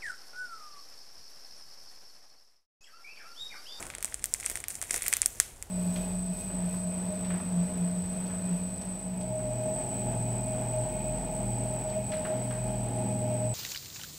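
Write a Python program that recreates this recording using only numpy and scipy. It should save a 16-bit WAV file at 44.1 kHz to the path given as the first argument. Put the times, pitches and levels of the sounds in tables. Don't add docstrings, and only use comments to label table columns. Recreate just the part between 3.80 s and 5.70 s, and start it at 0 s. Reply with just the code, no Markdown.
import sys
import numpy as np
from scipy import signal
from scipy.fft import rfft, irfft
from scipy.io import wavfile

SR = 44100
rng = np.random.default_rng(int(sys.argv[2]) if len(sys.argv) > 2 else 0)


def attenuation_scalar(level_db):
    decades = np.asarray(level_db, float) / 20
    return 10 ** decades


def wav_record(signal):
    frames = np.transpose(np.atleast_2d(signal))
    bounded = np.clip(frames, -1, 1)
    quanta = np.round(bounded * 32767).astype(np.int16)
    wavfile.write(sys.argv[1], SR, quanta)


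N = 83790


def decay(t, t60):
    return np.exp(-np.log(1000) * t / t60)


def band(x, lo_hz, hi_hz):
    return signal.sosfilt(signal.butter(2, [lo_hz, min(hi_hz, .45 * SR)], "band", fs=SR, output="sos"), x)


# frequency in Hz, level in dB per Hz.
ROOM_COLOUR = [
    (12, -34),
    (20, 5),
    (91, -2.5),
    (184, -12.5),
    (535, -16.5),
    (709, -14.5),
    (1020, -21),
    (10200, -35.5),
    (16500, -41),
]


def air():
    hz, db = np.array(ROOM_COLOUR).T
    f = np.fft.rfftfreq(N, 1 / SR) + 1
    colour = attenuation_scalar(np.interp(np.log(f), np.log(hz), db))
    x = irfft(rfft(rng.standard_normal(N)) * colour, N)

    knock_hz, knock_db, knock_t60_s = 710, -45, 0.72
    knock = band(rng.standard_normal(N), 0.23 * knock_hz, 1.76 * knock_hz)
    knock = attenuation_scalar(knock_db) * knock / knock.std() * decay(np.arange(N) / SR, knock_t60_s)

    surge_db, surges_per_s = -1, 9
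    knots = np.arange(0, N + SR, SR / surges_per_s)
    swell = np.interp(np.arange(N), knots, rng.standard_normal(99)[:len(knots)])
    surge = attenuation_scalar(surge_db * swell) - 1
    x = x + surge * band(x, 17, 107)
    air_db = -51.5
    return attenuation_scalar(air_db) * x / x.std() + knock


# delay in seconds, level in dB.
EARLY_ECHOES = [(.0043, -15.5), (.0052, -21), (.0087, -19), (.0112, -31), (0.012, -40)]


def room(x):
    tail_db, t60_s, treble_t60_s, onset_s = -12.5, 0.37, 0.32, 0.0013
    t = np.arange(SR // 2) / SR
    noise = rng.standard_normal((2, len(t)))
    tail = band(noise[0], 350, 4600) * decay(t, t60_s)
    tail = tail + band(noise[1], 4700, 15000) * decay(t, treble_t60_s)
    tail = tail * (1 - np.exp(-(t / onset_s) ** 2))
    response = attenuation_scalar(tail_db) * tail / np.sqrt(np.sum(tail ** 2))
    for lag_s, db in EARLY_ECHOES:
        response[int(lag_s * SR)] += attenuation_scalar(db)
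    return signal.fftconvolve(x, response)[:N]


def rings(modes, luck, size):
    pitch_spread, spread_db = .035, 2.2
    stutter_s, stutter_db = .0006, -9
    hz, db, t60 = np.array(modes).T
    m, t = len(modes), np.arange(size) / SR
    f = hz * (1 + pitch_spread * luck[:, :m])
    g = attenuation_scalar(db + spread_db * luck[:, 4:4 + m])

    def wave(u):
        u = u[:, None]
        tones = np.sin(2 * np.pi * f[..., None] * u) * decay(u, t60[:, None])
        return np.einsum("em,emt->et", g, tones)

    late = np.maximum(t - stutter_s * np.exp(0.321 * luck[:, 8:9]), 0)
    second = attenuation_scalar(stutter_db + 2.0 * luck[:, 9:10]) * np.sign(luck[:, 10:11])
    y = wave(t + 0 * late) + second * wave(late)
    return y / np.abs(y).max(axis=1, keepdims=True)


def place(times, db, shapes):
    size = shapes.shape[1]
    out = np.zeros(N + size)
    at = np.clip((times * SR).astype(int), 0, N - 1)[:, None] + np.arange(size)
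    np.add.at(out, at, attenuation_scalar(db)[:, None] * shapes)
    return out[:N]


# frequency in Hz, level in dB, time to fall 60 dB in seconds.
BRIGHT_RING = [(8517, 11.5, 0.0021), (7430, 4, 0.0021), (9950, -4.5, 0.0056), (5970, -8.5, 0.006)]
PANEL_RING = [(2144, 27, 0.0041), (1670, -26, .0025), (3380, -1, 0.0087)]
EDGE_RING = [(12270, -4, 0.0014), (14000, -19, 0.0035)]
# lowest Hz, highest Hz, extra level in dB that reaches the walls.
PART_BANDS = [
    (5790, 10370, -5.5),
    (1204, 4620, 8),
    (11300, 15000, 0.5),
]


def radiate(times, dbs, luck, size):
    aimed = 0.033
    direct, around = 0, 0
    parts = zip((BRIGHT_RING, PANEL_RING, EDGE_RING), PART_BANDS)
    for k, (modes, (lo_hz, hi_hz, wall_db)) in enumerate(parts):
        wide_lo, wide_hi = .84 * lo_hz, 1.12 * hi_hz
        ringing = place(times, dbs[k], rings(modes, luck[:, k], size))
        direct = direct + band(ringing, wide_lo, wide_hi)

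        click = np.sign(luck[:, k, :1]) * np.sqrt(SR / (hi_hz - lo_hz))
        click_db = dbs[k] + wall_db - aimed * (dbs[0] + 23.5)
        clicks = band(place(times, click_db, click), lo_hz, hi_hz)
        around = around + band(clicks, wide_lo, wide_hi)
    return np.array([direct, around])


# start in seconds, peak level in dB.
CONTENT_THUMPS = [(.1834, -39.5), (.2457, -35.5), (.3431, -42.5), (.699, -35.5), (.7153, -33),
                  (.7564, -35.5), (.7725, -68), (.985, -48), (1.0273, -37), (1.1096, -32.5),
                  (1.1436, -28.5), (1.3278, -62), (1.4596, -41.5), (1.6008, -38.5)]
# frequency in Hz, level in dB, time to fall 60 dB in seconds.
THUMP_RING = [(633, 6, 0.015), (398, -5, 0.024), (800, -10, .01)]


def thumps():
    times, db = np.array(CONTENT_THUMPS).T
    knocks = rings(THUMP_RING, rng.standard_normal((len(times), 11)), size=900)
    return band(place(times, db, knocks), 223, 1450)


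# time in seconds, level of the fine crackle in dB.
HANDLING_EFFORT = [(0, -46), (.2, -60), (.26, -49), (.42, -56.5), (.64, -46), (.68, -42), (.8, -48),
                   (.87, -65), (.9, -40), (1.0, -51.5), (1.1, -46.5), (1.12, -37.5), (1.17, -34),
                   (1.21, -48), (1.28, -39), (1.4, -50.5), (1.56, -49), (1.9, -62.5)]


def crackle():
    count, creases_per_s, scatter_db = 10000, 3200, 4.5
    fine_db, panel_db, edge_db, body_db = -5, -14, -8.5, -4
    when = rng.random(count)
    scatter = scatter_db * np.minimum(rng.exponential(size=(3, count)), 4)
    luck = rng.standard_normal((count, 3, 11))
    times = np.cumsum(-np.log(when)) / creases_per_s
    effort_db = np.interp(times, *np.array(HANDLING_EFFORT).T)
    db = np.where(times < N / SR, effort_db + fine_db, -200)

    rubs = place(times, db + body_db + 2 * scatter[1], np.sign(luck[:, 0, :1]))
    body = band(rubs, 330, 860)
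    parts_db = np.array([[0], [panel_db], [edge_db]])
    return body + radiate(times, db + parts_db + scatter, 2.5 * luck, size=64)


# start in seconds, then peak levels
# in dB of the bright ring, the panel knock and the sharp edge.
CREASE_SNAPS = [(0.0023, -41, -40, -42), (0.0267, -23.5, -26, -54), (0.0674, -25, -36.5, -45),
                (0.1018, -26.5, -25.5, -50), (0.115, -53, -48, -63), (0.1302, -42, -44, -54),
                (0.138, -45, -31.5, -57), (0.1506, -22, -27, -33), (0.1837, -24, -34.5, -48),
                (0.207, -30, -38, -52), (0.2268, -17, -27, -22), (0.2305, -35, -49, -40),
                (0.234, -33, -53, -41), (0.2457, -11, -24, -20), (0.2553, -19, -50, -27),
                (0.279, -35, -36.5, -52), (0.3241, -49, -31, -55), (0.3431, -13.5, -31, -49),
                (0.3944, -34, -38, -47), (0.4182, -62, -58, -59), (0.4253, -31.5, -42, -55),
                (0.4417, -8.5, -24, -16), (0.457, -18, -43, -21), (0.5286, -61, -57, -57),
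                (0.5389, -5.5, -34, -18), (0.5468, -21.5, -27, -35), (0.6002, -23, -33, -48),
                (0.604, -30.5, -40, -33), (.0535, -34, -38, -55),
                (0.6085, -23, -39, -44), (0.629, -35, -27.5, -54), (0.6351, -32, -48, -52),
              (0.645, -43, -27.5, -50), (0.6561, -21, -47, -47), (0.6617, -10, -43, -58),
              (0.6647, -30, -23, -34), (0.699, -14, -28, -18.5), (0.7046, -22.5, -32.5, -38),
              (0.7148, -24, -30.5, -25), (0.7442, -35, -42, -45), (0.7559, -16.5, -23.5, -38),
              (0.7605, -30, -49, -44), (0.7646, -30, -51, -27), (0.7731, -20, -28.5, -45),
              (0.803, -22.5, -37.5, -43), (0.8402, -21.5, -25, -50), (0.8832, -17.5, -31, -14.5),
              (0.9041, -22.5, -31.5, -47), (0.9315, -40, -62, -45), (0.9541, -19, -38, -36),
              (0.9571, -36, -56, -45), (1.0155, -16.5, -30, -49), (1.02, -42, -33, -43),
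              (1.0243, -20, -59, -22), (1.0272, -17.5, -27, -48), (1.039, -27, -33, -61),
              (1.047, -33, -44, -40), (.985, -51, -41.5, -55),
                (1.056, -36, -42, -45), (1.089, -46, -53, -56), (1.096, -31, -32.5, -49),
              (1.1096, -7.5, -23.5, -43), (1.1421, -14, -24, -21), (1.1619, -15.5, -28, -21.5),
              (1.1651, -35, -31.5, -41), (1.1787, -20.5, -29.5, -43), (1.19, -51, -32, -49),
              (1.2092, -66, -30, -34), (1.2218, -14, -26.5, -37), (1.225, -22, -33, -46),
              (1.232, -21, -37, -21), (1.24, -36, -26.5, -25), (1.254, -31, -36, -47),
              (1.2615, -29, -23, -36), (1.265, -16, -21.5, -20), (1.2818, -8.5, -25, -8),
              (1.328, -10.5, -12.5, -16), (1.3371, -4, -18.5, -41), (1.3552, -37, -40, -39),
              (1.3682, -12, -24, -13.5), (1.418, -3, -23.5, -34), (1.4305, -25, -23.5, -50),
              (1.4597, -2.5, -23, -8.5), (1.6005, 2, -14, -10.5), (1.6346, -35, -53, -47),
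              (1.8255, -19, -33.5, -27), (1.1072, -22, -22, -34), (1.1436, -15.5, -22, -38)]


def snaps():
    rows = np.array(CREASE_SNAPS)
    luck = rng.standard_normal((len(rows), 3, 11))
    return radiate(rows[:, 0], rows[:, 1:].T, luck, size=256)


def scene():
    direct, around = snaps() + thumps() + crackle()
    return (direct + room(around) + air())[None]


def top_cut(x):
    return signal.sosfilt(signal.butter(12, 16990, fs=SR, output="sos"), x)


def record(dry):
    port_hz, port_width_hz, port_db = 9060, 4000, -2.5
    port = signal.lfilter(*signal.iirpeak(port_hz, port_hz / port_width_hz, fs=SR), dry)
    x = dry + attenuation_scalar(port_db) * port
    ceiling = 1.5
    x = ceiling * np.tanh(x / ceiling)
    x = signal.sosfilt(signal.ellip(6, .5, 22, 15750, fs=SR, output="sos"), x)
    x = signal.sosfilt(signal.ellip(10, .2, 80, 16850, fs=SR, output="sos"), x)
    return top_cut(x)


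dry = scene()
out = record(dry)
wav_record(out)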